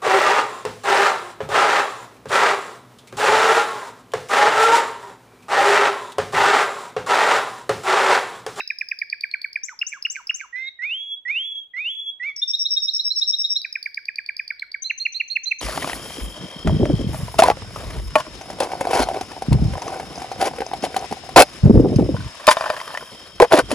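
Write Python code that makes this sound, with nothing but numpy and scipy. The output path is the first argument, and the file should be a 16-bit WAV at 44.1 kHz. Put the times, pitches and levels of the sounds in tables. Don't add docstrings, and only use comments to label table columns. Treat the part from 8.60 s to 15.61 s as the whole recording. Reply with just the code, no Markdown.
import sys
import numpy as np
from scipy import signal
from scipy.fft import irfft
from scipy.io import wavfile
from scipy.ndimage import uniform_filter1d

SR = 44100
rng = np.random.default_rng(int(sys.argv[2]) if len(sys.argv) > 2 else 0)


def magnitude_from_level(level_db):
    exponent = np.asarray(level_db, float) / 20
    return 10 ** exponent


def master(y):
    cut = np.clip(np.atleast_2d(y).T, -1, 1)
    pcm = np.round(cut * 32767)
    wavfile.write(sys.argv[1], SR, pcm.astype(np.int16))


N = 309141
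LEAD = SR // 5

# (time [s], peak
# level [dB], pitch [Hz])
TICKS = [(-.03, -24.5, 4804), (3.763, -24, 5690), (0.0751, -22, 5070), (0.186, -24, 5200),
         (0.2866, -24.5, 5130), (0.3886, -22.5, 4900), (0.4988, -24.5, 4700), (0.6084, -23, 4637),
         (0.7121, -26, 4285), (0.8161, -25, 4520), (0.9295, -27.5, 4810), (1.19, -21.5, 5160),
         (1.4245, -22, 5164), (1.6705, -25, 5310), (5.0162, -24, 4840), (5.1262, -22.5, 5165),
         (5.2276, -23.5, 4840), (5.3442, -25.5, 4840), (5.4543, -27, 4755), (5.5576, -24.5, 4720),
         (5.6615, -27, 4605), (5.7661, -23.5, 4870), (5.878, -24, 4730), (5.9951, -25, 4170),
         (6.1168, -26.5, 4630)]
# (time [s], peak level [dB], pitch [Hz], depth of fall [ratio])
OPENING = [(.003, -17, 2560, 1.35)]
# (time [s], peak level [dB], pitch [Hz], depth of fall [ratio])
CHUPS = [(0.1031, -15, 2365, 1.06), (0.2117, -15, 2360, 1.02), (0.315, -15, 2390, 1.14),
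         (0.417, -14.5, 2279, 1.01), (0.5269, -15, 2357, 1.07), (0.637, -14.5, 2297, 1.04),
         (0.7395, -14, 2282, 1.16), (0.8444, -17, 2227, 1.1), (0.9581, -15, 2300, 1.02),
         (5.047, -19, 2356, 1.15), (5.1553, -16, 2358, 1.16), (5.26, -17, 2230, 0.99),
         (5.374, -17.5, 2243, 1), (5.4851, -15.5, 2350, 1.04), (5.585, -16, 2340, 1.01),
         (5.69, -16.5, 2300, 1.02), (5.7947, -16.5, 2363, 1.11), (5.905, -16.5, 2240, 1.16),
         (6.0222, -19, 2165, 1.08), (6.144, -18, 2194, 1.03)]
# (time [s], peak level [dB], pitch [Hz])
UPS = [(1.035, -22.5, 6110), (1.2675, -23, 6200), (1.501, -21.5, 6200), (1.744, -22.5, 6240)]
# (time [s], peak level [dB], pitch [Hz])
DOWNS = [(1.086, -22.5, 1957), (1.328, -20.5, 2116), (1.5582, -20, 2118), (1.805, -22, 2100)]
# (time from the fall [s], level re the fall [dB])
STUTTER = [
    (-.006, -7),
    (.0005, -1),
]
# (time [s], peak level [dB], pitch [Hz])
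CHOPS = [(1.213, -12.5, 2744), (1.449, -13, 2803), (1.693, -12.5, 2786)]
# (time [s], peak level [dB], pitch [Hz], depth of sag [ratio])
HIGHS = [(-0.13, -20, 5346, .7), (3.7627, -31.5, 5365, -0.06), (3.8765, -21, 5477, 0.24),
         (3.992, -18, 5496, 0.19), (4.1046, -19, 5476, 0.33), (4.221, -19, 5388, -0.57),
         (4.3355, -18.5, 5491, 1), (4.446, -19, 5465, .8), (4.559, -19, 5460, 0.47), (4.672, -17, 5500, .2),
         (4.785, -19.5, 5510, 1), (4.8981, -18.5, 5494, .7)]
# (time [s], peak level [dB], pitch [Hz], depth of bend [ratio])
LOWS = [(-0.12, -6, 3880, 0.72), (3.8188, -13.5, 3670, 0.59), (3.9345, -12.5, 3750, 0.87),
        (4.0513, -12.5, 3837, 0.85), (4.1643, -11.5, 3838, 0.32), (4.279, -12.5, 3850, 1.2),
        (4.391, -13.5, 3898, 0.97), (4.5035, -14, 3973, 0.91), (4.615, -10.5, 3842, 0.83),
        (4.732, -11.5, 3830, 0.71), (4.8396, -12, 3834, 0.62), (4.957, -12, 3852, 1.1)]
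# (time [s], peak level [dB], pitch [Hz], depth of bend [ratio])
PIPS = [(6.2216, -22.5, 6125, 0.81), (6.378, -27.5, 6110, 0.44), (6.524, -30, 6055, 0.62),
        (6.679, -35.5, 6154, 0.79), (6.8356, -25, 6057, 0.94), (6.9867, -29, 6150, 0.76)]
RISES = [(6.2439, -22.5, 4025, 1.3), (6.3992, -21.5, 4184, 0.48), (6.545, -22, 4080, 1.2),
         (6.7007, -21, 4196, 0.54), (6.8572, -20, 4040, .9), (7.0063, -21.5, 4160, 1)]
DROPS = [(6.2985, -13, 2770, 1.46), (6.4532, -11, 2782, 1.04), (6.6001, -12, 2793, 1.11),
         (6.7572, -11, 2720, 1.1), (6.911, -11.5, 2696, 0.86)]

# (time [ms], pitch [Hz], level re peak [dB])
TICK = [(-.5, 4500, -22), (.4, 4680, -5), (1.2, 4800, -1), (2, 4880, 0), (2.8, 5020, -3), (3.5, 4900, -10),
        (4.3, 4850, -9), (5.6, 4800, -30)]
CHUP = [(-2, 2300, -30), (-.3, 2370, -6), (1.8, 2420, .5), (4.6, 2310, 1), (5.8, 1960, -9),
        (9, 1780, -12.5), (13, 1670, -19), (19, 1590, -24.5), (23, 1580, -45)]
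UP = [(-2, 5400, -25), (0, 5650, -2), (3, 5950, 0), (9, 6380, -4), (13, 6720, -7), (16.5, 7020, -7),
      (24, 7430, -10), (31, 7640, -18), (33, 7670, -40)]
BLIP = [(-2.5, 2350, -32), (0, 2290, 0), (2.5, 2220, -32)]
DOWN = [(4.5, 2400, -25), (6.5, 2280, 0), (8.5, 1640, -11), (12, 1590, -10), (24, 1530, -15),
        (36, 1300, -17), (45, 1020, -21), (55, 930, -25), (58, 920, -45)]
CHOP = [(.5, 2450, -32), (2.5, 2620, -5), (6, 2850, 0), (10, 2850, 0), (14, 2680, -7), (16, 2150, -12),
        (19, 1550, -19), (22, 1330, -25), (24, 1280, -45)]
HIGH = [(-2.5, 5520, -26), (-.5, 5500, -10), (2, 5480, -4), (8, 5455, -1.5), (22, 5375, -.5), (34, 5350, 0),
        (39, 5430, -2), (42, 5600, -28)]
LOW = [(-3, 3700, -30), (0, 3680, -12), (4, 3740, -3), (9, 3810, 0), (15, 3880, 0), (19, 3990, -4),
       (22, 4170, -11), (25, 4260, -30)]
PIP = [(-2, 6330, -24), (0, 6240, -5), (3, 6170, -3), (7, 6140, 0), (12, 6170, -3), (15, 6350, -24)]
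RISE = [(-3, 3000, -34), (-.5, 3600, -18), (1.5, 4040, -7), (5, 4080, -4), (14, 4130, -1), (22, 4200, 0),
        (30, 4300, -3), (36, 4340, -30)]
DROP = [(-2, 2600, -32), (1, 2700, -10), (5, 2770, -2), (9, 2620, -.5), (13.3, 2300, 0), (14.5, 2080, -13),
        (18, 1880, -22), (21, 1800, -45)]
# (gesture, levels of overtones 2, 3, 4.. [dB], air level [dB], rasp [0-1])
KINDS = [(TICK, (-23, -29.5), -23.5, 0.25), (CHUP, (-33, -57.5, -48.5), -43.5, 0.003), (UP, (-34.5,),
         -43.5, 0.011), (BLIP, (-30, -52.5), -31, .03), (DOWN, (-27, -43), -38.5, .01),
         (CHOP, (-31, -48.5, -63.5), -47, .006), (HIGH, (-32, -55.5), -49.5, 0.0021),
         (LOW, (-42, -43, -48.5), -45, 0.0029), (PIP, (-35.5,), -29, 0.061), (RISE, (-36, -44.5),
         -34.5, .006), (DROP, (-46.5, -56.5, -63.5, -52.5), -39.5, 0.0054)]

# (frequency [Hz], left minus right level [dB], left lead [rad])
PORTS = [(800, -3, -.2), (1500, -4, -.5), (1900, -7.5, -.1), (2400, -4.5, .05), (2950, -1, .45),
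         (3250, -1.5, -1.3), (3650, -1.5, -.8), (3950, -7, -1.8), (4100, -8, .4), (4350, -6, -.5),
         (4600, -6, 1.7), (5420, 0, 2.1), (6150, 9, 2.2), (6700, 5, 0), (9000, 1, -1.6), (13000, -1, -1.3)]
# (frequency [Hz], level [dB])
CAPSULE = [(900, 0), (1400, -2.5), (2300, 0.5), (2900, -1.5), (3350, -3), (5400, 3), (6500, -1), (9500, 0)]
# (time [s], extra left minus right level [dB])
HEAD = [(0, -1), (1, 2.5), (2, -1), (3.002, -0.2), (3.699, 1), (4.3, -0.4), (4.7, 2.5), (5, 1), (6.199, 1),
        (7, -2.5)]
# (delay [ms], left level [dB], right level [dB])
ECHOES = [(1.7, 2, -8), (7.2, -6, -7), (13.8, -1, -6), (19.3, -14, -18), (25, -12, -16), (28.5, -12, -17),
          (38, -14, -14)]
# (frequency [Hz], early echo level [dB], tail level [dB])
BEAM = [(910, -19.5, -12.5), (2300, -25, -15.5), (3200, -24, -16), (3500, -11, -10.5), (4230, -23.5, -14),
        (4170, -7, -2.5), (5500, -17.5, -6.5), (6960, -17.5, -10.5), (11100, -18.5, -8), (16800, 2.5, -2.5)]
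# (frequency [Hz], t60 [s])
ROOM = [(1000, 0.43), (2500, 0.4), (5000, 0.36), (9000, 0.29), (16000, 0.59)]

# (frequency [Hz], level [dB])
HISS = [(20, -6.5), (60, -0.5), (110, 0), (250, -1.5), (440, -1), (900, -4.5), (2000, -14), (3500, 0),
        (4500, -26.5), (8000, -28.5), (16000, -45)]
# (frequency [Hz], likeness [-1 to 1])
SAME = [(30, 0.95), (70, 0.65), (150, 0.38), (600, 0.45), (16000, 0.9)]
# (time [s], level [dB])
HOUSE = [(0.0, -77.5), (0.58, -76.5), (1.44, -75), (1.97, -77.5), (3.0, -78), (3.53, -76), (4.46, -75),
         (5.24, -78), (6.76, -74), (7.0, -75.5)]
# (time [s], level [dB])
HUM = [(0.0, -95), (0.04, -83), (0.76, -79), (1.6, -80), (1.67, -78), (2.53, -79.5), (2.57, -88.5),
       (4.09, -77.5), (5.22, -82.5), (5.32, -89), (5.69, -75), (7.0, -83)]

# (time from start [s], pitch over first note [Hz], level [dB])
CLIMB = [(0, 2, -31), (0.023, 13, -30), (0.055, 270, -23), (0.074, 498, -27), (.102, 618, -29.5),
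         (.13, 880, -19.5), (0.155, 1207, -25.5)]
# (time from start [s], pitch [Hz], level [dB])
JOIN = [(0.028, 3473, -74), (0.044, 3560, -59), (0.066, 3720, -49.5), (0.097, 3550, -49), (.122, 3720, -43),
        (0.134, 3550, -60.5)]
# (start time [s], slowness of climb [ratio], first note [Hz], effort [dB])
FULL = [
    (2.188, 1.024, 1898, -1),
    (2.651, 0.93, 1918, 1.5),
    (3.135, 1.015, 1954, -0.5),
]
# (time [s], pitch [Hz], level [dB])
HELD = [
    [(2.398, 3319, -27), (2.49, 3333, -32), (2.52, 3353, -24.5), (2.55, 3341, -28), (2.556, 3290, -37)],
    [(2.83, 3300, -25.5), (2.878, 3430, -26.5), (2.89, 3367, -30.5), (2.926, 3378, -24.5),
     (2.938, 3326, -37.5), (2.95, 3350, -29.5), (2.966, 3273, -27.5), (2.98, 3340, -26),
     (3.045, 3263, -38.5)],
    [(3.315, 3394, -25.5), (3.402, 3360, -26.5), (3.411, 3450, -30), (3.43, 3380, -31),
     (3.488, 3340, -23.5), (3.502, 3342, -23), (3.508, 3250, -41)],
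]
# (time [s], pitch [Hz], level [dB])
SHORT = [
    [(1.926, 1892, -34), (1.956, 1987, -27.5), (1.998, 2067, -29.5), (2.072, 2137, -31),
     (2.093, 2136, -32.5)],
    [(3.597, 1935, -33), (3.619, 1930, -27), (3.677, 2340, -27), (3.697, 2237, -28.5), (3.72, 2173, -37)],
]
# (time [s], pitch [Hz], level [dB])
SHORT_JOIN = [
    [(1.955, 3586, -64), (2.059, 3715, -39.5), (2.083, 3795, -28.5), (2.093, 3674, -28.5)],
    [(3.625, 3416, -58), (3.655, 3670, -59.5), (3.695, 3490, -44.5), (3.725, 3356, -45.5)],
]
WHISTLE_OVERTONES_DB = (-41, -47.5, -51.5)
MIXED = [(-1, 1), (3, -1), (1, 1), (-2, 2), (4, -1), (-1, 2), (2, 0), (3, 0), (2, 1)]
MIXED_DB = [-26, -24, -37, -39.5, -53.5, -51.5, -35, -48, -57]

# (time [s], peak level [dB])
CLICKS = [(3.8168, -50.5), (3.8362, -40), (3.871, -54), (3.9037, -48.5), (4.0323, -53), (4.047, -57.5),
          (4.1321, -64.5), (4.1444, -59.5), (4.173, -50), (4.2852, -53), (4.2852, -47.5), (4.3313, -62),
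          (4.373, -52.5), (4.4848, -54), (4.5207, -49.5), (4.553, -57.5), (4.5945, -53.5), (4.61, -54),
          (4.6699, -56), (4.7143, -51.5), (4.7252, -52), (4.751, -48), (4.8195, -71), (4.9233, -61.5),
          (4.9517, -50), (5.0151, -47)]
# (time [s], peak level [dB], left minus right level [dB])
JOLTS = [(4.011, -61, -3), (4.22, -62.5, -9), (4.288, -66, -5.5), (4.364, -62.5, -10), (4.474, -63.5, -4),
         (4.583, -61, -11), (4.699, -61, 3)]


def read(points, hz, column=1):
    table = np.transpose(points)
    return np.interp(np.log(hz + 1), np.log(table[0] + 1), table[column])


def add(mix, s, sound):
    part = mix[LEAD + round(s * SR):][:len(sound)]
    part += sound[:len(part)]


def unsteady(size, samples):
    x = rng.standard_normal(size + 2000)
    x = uniform_filter1d(uniform_filter1d(x, samples), samples)
    return (x / x.std())[1000:1000 + size]


def air(size):
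    band = signal.butter(5, [1700, 6500], "bandpass", fs=SR, output="sos")
    return signal.sosfilt(band, rng.standard_normal(size))


def turns_of(hz, flutter):
    return 2 * np.pi * (rng.random() + np.cumsum(hz * (1 + flutter * unsteady(len(hz), 40))) / SR)


def tone(hz, turns, overtones_db):
    sound = np.sin(turns)
    for k, db in enumerate(overtones_db, 2):
        sound = sound + magnitude_from_level(db) * (k * hz < SR / 2) * np.sin(k * turns)
    return sound


def song():
    blips = [(s + early, db + weaker_db, hz) for s, db, hz in DOWNS for early, weaker_db in STUTTER]
    times = [TICKS, OPENING + CHUPS, UPS, blips[1:], DOWNS, CHOPS, HIGHS, LOWS, PIPS, RISES, DROPS]
    return [(when, *kind) for when, kind in zip(times, KINDS)]


def syllable(t, hz, overtones_db, air_db, rasp):
    turns = turns_of(hz, 0.0027)
    loose = turns + 0.16 * unsteady(len(t), 70)
    overtones = tone(hz, loose, overtones_db) - np.sin(loose)
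    ragged = magnitude_from_level(2.5 * unsteady(len(t), 110)) * overtones
    shake = unsteady(len(t), 22) * np.sin(turns) + unsteady(len(t), 22) * np.cos(turns)
    return np.sin(turns) + rasp * shake + ragged + magnitude_from_level(air_db) * air(len(t))


def syllables():
    out = np.zeros(N + LEAD)
    for times, gesture, overtones_db, air_db, rasp in song():
        ms, shape_hz, shape_db = np.transpose(gesture)
        t = np.arange(ms[0], ms[-1], 1000 / SR)
        usual_hz = np.mean([row[2] for row in times])
        ends = np.clip(np.minimum(t - ms[0], ms[-1] - t), 0, 1)
        swell = ends * np.interp(t, ms, magnitude_from_level(shape_db))
        swell = np.convolve(swell, np.hanning(41) / 20, "same")
        speaks = np.argmax(swell > 0.7 * swell.max())
        for s, db, pitch_hz, *depth in times:
            hz = uniform_filter1d(np.interp(t, ms, shape_hz), 40) * pitch_hz / usual_hz
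            bend = np.prod(depth) + 0.035 * rng.standard_normal()
            hz[speaks:] = hz[speaks] * (hz[speaks:] / hz[speaks]) ** bend
            hz *= 1 + 0.0059 * unsteady(len(t), 300)
            voice = syllable(t, hz, overtones_db, air_db, rasp)
            breath_db = 0.7 * unsteady(len(t), 90) + 1.5 * np.tanh(t / 30) * unsteady(len(t), 200)
            add(out, s + ms[0] / 1000, swell * magnitude_from_level(db + breath_db) * voice)
    return out


def ports(x):
    hz = np.fft.rfftfreq(1024, 1 / SR)
    ratio = magnitude_from_level(read(PORTS, hz))
    right = np.sqrt(2 / (1 + ratio ** 2)) * magnitude_from_level(read(CAPSULE, hz))
    left = right * ratio * np.exp(1j * read(PORTS, hz, column=2))
    taps = np.roll(irfft([left, right]), 512, axis=1)[:, 1:] * np.hanning(1023)
    pair = [signal.oaconvolve(x, port, "same") for port in taps]
    turn_db = np.interp(np.arange(-LEAD, N) / SR, *np.transpose(HEAD)) / 2
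    return pair * magnitude_from_level([turn_db, -turn_db])


def beamed(x, column):
    grid = np.linspace(0, SR / 2, 257)
    beam = signal.firwin2(255, grid, magnitude_from_level(read(BEAM, grid, column)), fs=SR)
    return signal.oaconvolve(x, beam, "same")[None]


def walls(x):
    taps = np.zeros((2, SR // 2))
    at = np.arange(220, SR // 2 - 20, 20)
    at = at + rng.integers(0, 20, (2, len(at)))
    signs = rng.choice([-1., 1.], at.shape)
    np.put_along_axis(taps, at, signs * magnitude_from_level(5.5 * rng.standard_normal(at.shape)), 1)
    hz, t, z = signal.stft(taps, SR, nperseg=256)
    build = 1 - np.exp(-t / 0.013)
    decay = magnitude_from_level(-60 * t / read(ROOM, hz)[:, None])
    tail = signal.istft(z * build * decay, SR, nperseg=256)[1]
    tail /= np.linalg.norm(tail, axis=1)[:, None]
    early = np.zeros((2, SR // 20))
    for ms, left_db, right_db in ECHOES:
        early[:, round(ms * SR / 1000)] = magnitude_from_level([left_db, right_db])
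    late = signal.fftconvolve(beamed(x, column=2), tail, axes=1)[:, :len(x)]
    return late + signal.fftconvolve(beamed(x, column=1), early, axes=1)[:, :len(x)]


def hiss():
    frames, hz = N // 512 + 5, np.fft.rfftfreq(2048, 1 / SR)
    a, b, c, d = rng.standard_normal((frames, 1025, 4)).T
    same = np.clip(read(SAME, hz), -1, 1)[:, None]
    left = a + 1j * b
    right = same * left + np.sqrt(1 - same ** 2) * (c + 1j * d)
    z = np.array([left, right]) * magnitude_from_level(read(HISS, hz))[:, None]
    noise = signal.istft(z, nperseg=2048, noverlap=1536)[1][:, :N]
    band = signal.butter(4, [70, 600], "bandpass", fs=SR, output="sos")
    low = signal.sosfilt(band, noise.mean(0))
    noise_db = -1.26 + np.interp(np.arange(N) / SR, *np.transpose(HOUSE)) + 0.49 * unsteady(N, 3000)
    return noise / low.std() * magnitude_from_level(noise_db)


def hum():
    hum_hz = 49.3 + 0.55 * unsteady(N, 6000)
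    hum_db = -1 + np.interp(np.arange(N) / SR, *np.transpose(HUM)) - unsteady(N, 9000)
    return np.sqrt(2) * magnitude_from_level(hum_db) * np.sin(2 * np.pi * np.cumsum(hum_hz) / SR)


def fan():
    fan_db = -91 + 2.4 * unsteady(N, 4000)
    fan_hz = 446 + 2.8 * unsteady(N, 3000)
    return np.sqrt(2) * magnitude_from_level(fan_db) * np.sin(2 * np.pi * np.cumsum(fan_hz) / SR)


def voices():
    top_hz = 3340
    for (start, slow, first_hz, effort_db), held in zip(FULL, HELD):
        squeeze = (top_hz - first_hz) / (top_hz - 1900)
        main = [(start + slow * s, first_hz + squeeze * hz, db + effort_db) for s, hz, db in CLIMB]
        yield main + held, [(start + slow * s, hz, db) for s, hz, db in JOIN]
    yield from zip(SHORT, SHORT_JOIN)


def whistles():
    out = np.zeros(N + LEAD)
    for main, second in voices():
        s, hz, db = np.transpose(main)
        s2, hz2, db2 = np.transpose(second)
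        t = np.arange(s[0], max(s[-1], s2[-1]), 1 / SR)
        size = len(t)
        hz = uniform_filter1d(np.interp(t, s, hz), 300) * (1 + 0.0017 * unsteady(size, 450))
        hz2 = uniform_filter1d(np.interp(t, s2, hz2), 300) * (1 + 0.0053 * unsteady(size, 450))
        turns, turns2 = turns_of(hz, 0.002), turns_of(hz2, 0.006)
        edge = np.clip(np.minimum((t - s[0]) / 0.006, (s[-1] - t) / 0.004), 0, 1)
        edge2 = np.clip(np.minimum(t - s2[0], s2[-1] - t) / 0.0049, 0, 1)
        level_db = uniform_filter1d(np.interp(t, s, db), 200)
        level_db = level_db + 0.8 * unsteady(size, 250) + 0.6 * unsteady(size, 900)
        strength = edge * magnitude_from_level(level_db)
        joined = edge2 * strength
        coupling_db = -42 * (hz - 2100) / 1000
        mixed = np.zeros(size)
        for (m, n), mix_db in zip(MIXED, MIXED_DB):
            mixed += magnitude_from_level(mix_db + coupling_db + 4 * unsteady(size, 220)) * np.sin(m * turns + n * turns2)
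        pure = tone(hz, turns, WHISTLE_OVERTONES_DB)
        sound = strength * pure
        sound -= 0.75 * joined * (pure - np.sin(turns))
        rush = magnitude_from_level(-35.5 + unsteady(size, 300)) * air(size)
        sound += joined * (mixed + rush)
        thin_breath = magnitude_from_level(-55 + 4 * unsteady(size, 200)) * np.diff(rng.standard_normal(size + 1))
        sound += np.clip((t - s2[0]) / 0.03, 0, 1) * joined * thin_breath
        sound += edge2 * magnitude_from_level(np.interp(t, s2, db2)) * np.sin(turns2)
        add(out, s[0], np.sqrt(2) * sound)
    return out


def perch():
    out, t = np.zeros(N + LEAD), np.arange(600) / SR
    for s in (2.955, 3.003):
        scratch = np.convolve(air(len(t)), np.hanning(24) / 12, "same")
        add(out, s, magnitude_from_level(-43) * np.exp(-t / 0.004) * scratch)
    return out


def beak():
    out, t = np.zeros(N + LEAD), np.arange(600) / SR
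    band = signal.butter(2, [1500, 3300], "bandpass", fs=SR, output="sos")
    for s, db in CLICKS:
        burst = np.exp(-t / 0.00072) * rng.standard_normal(len(t))
        add(out, s, magnitude_from_level(db + 9) * signal.sosfilt(band, burst))
    return out


def cage():
    out, t = np.zeros((2, N + LEAD)), np.arange(4000) / SR
    band = signal.butter(2, [80, 300], "bandpass", fs=SR, output="sos")
    jolt_s = 0.012
    for s, db, pan_db in JOLTS:
        swell = t / jolt_s * np.exp(1 - t / jolt_s)
        thump = signal.sosfilt(band, swell * rng.standard_normal(len(t)))
        for port, side_db in zip(out, (pan_db / 2, -pan_db / 2)):
            add(port, s, magnitude_from_level(db - 2.5 + side_db) * thump / abs(thump).max())
    return out


def scene():
    bird = syllables() + whistles() + perch() + beak()
    heard = ports(bird) + walls(bird) + cage()
    return heard[:, LEAD:] + hiss() + hum() + fan()


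def roll_off(x):
    return signal.sosfilt(signal.butter(12, 16490, fs=SR, output="sos"), x)


def record(dry):
    squared = signal.sosfilt(signal.butter(2, 2600, fs=SR, output="sos"), dry ** 2)
    bent = magnitude_from_level(-13.5) * squared - magnitude_from_level(-15.5) * dry ** 3
    bent = signal.sosfilt(signal.butter(2, 700, "highpass", fs=SR, output="sos"), bent)
    heard = signal.sosfilt(signal.butter(12, 15600, fs=SR, output="sos"), dry + bent)
    return roll_off(heard)


dry = scene()
out = record(dry)
master(out)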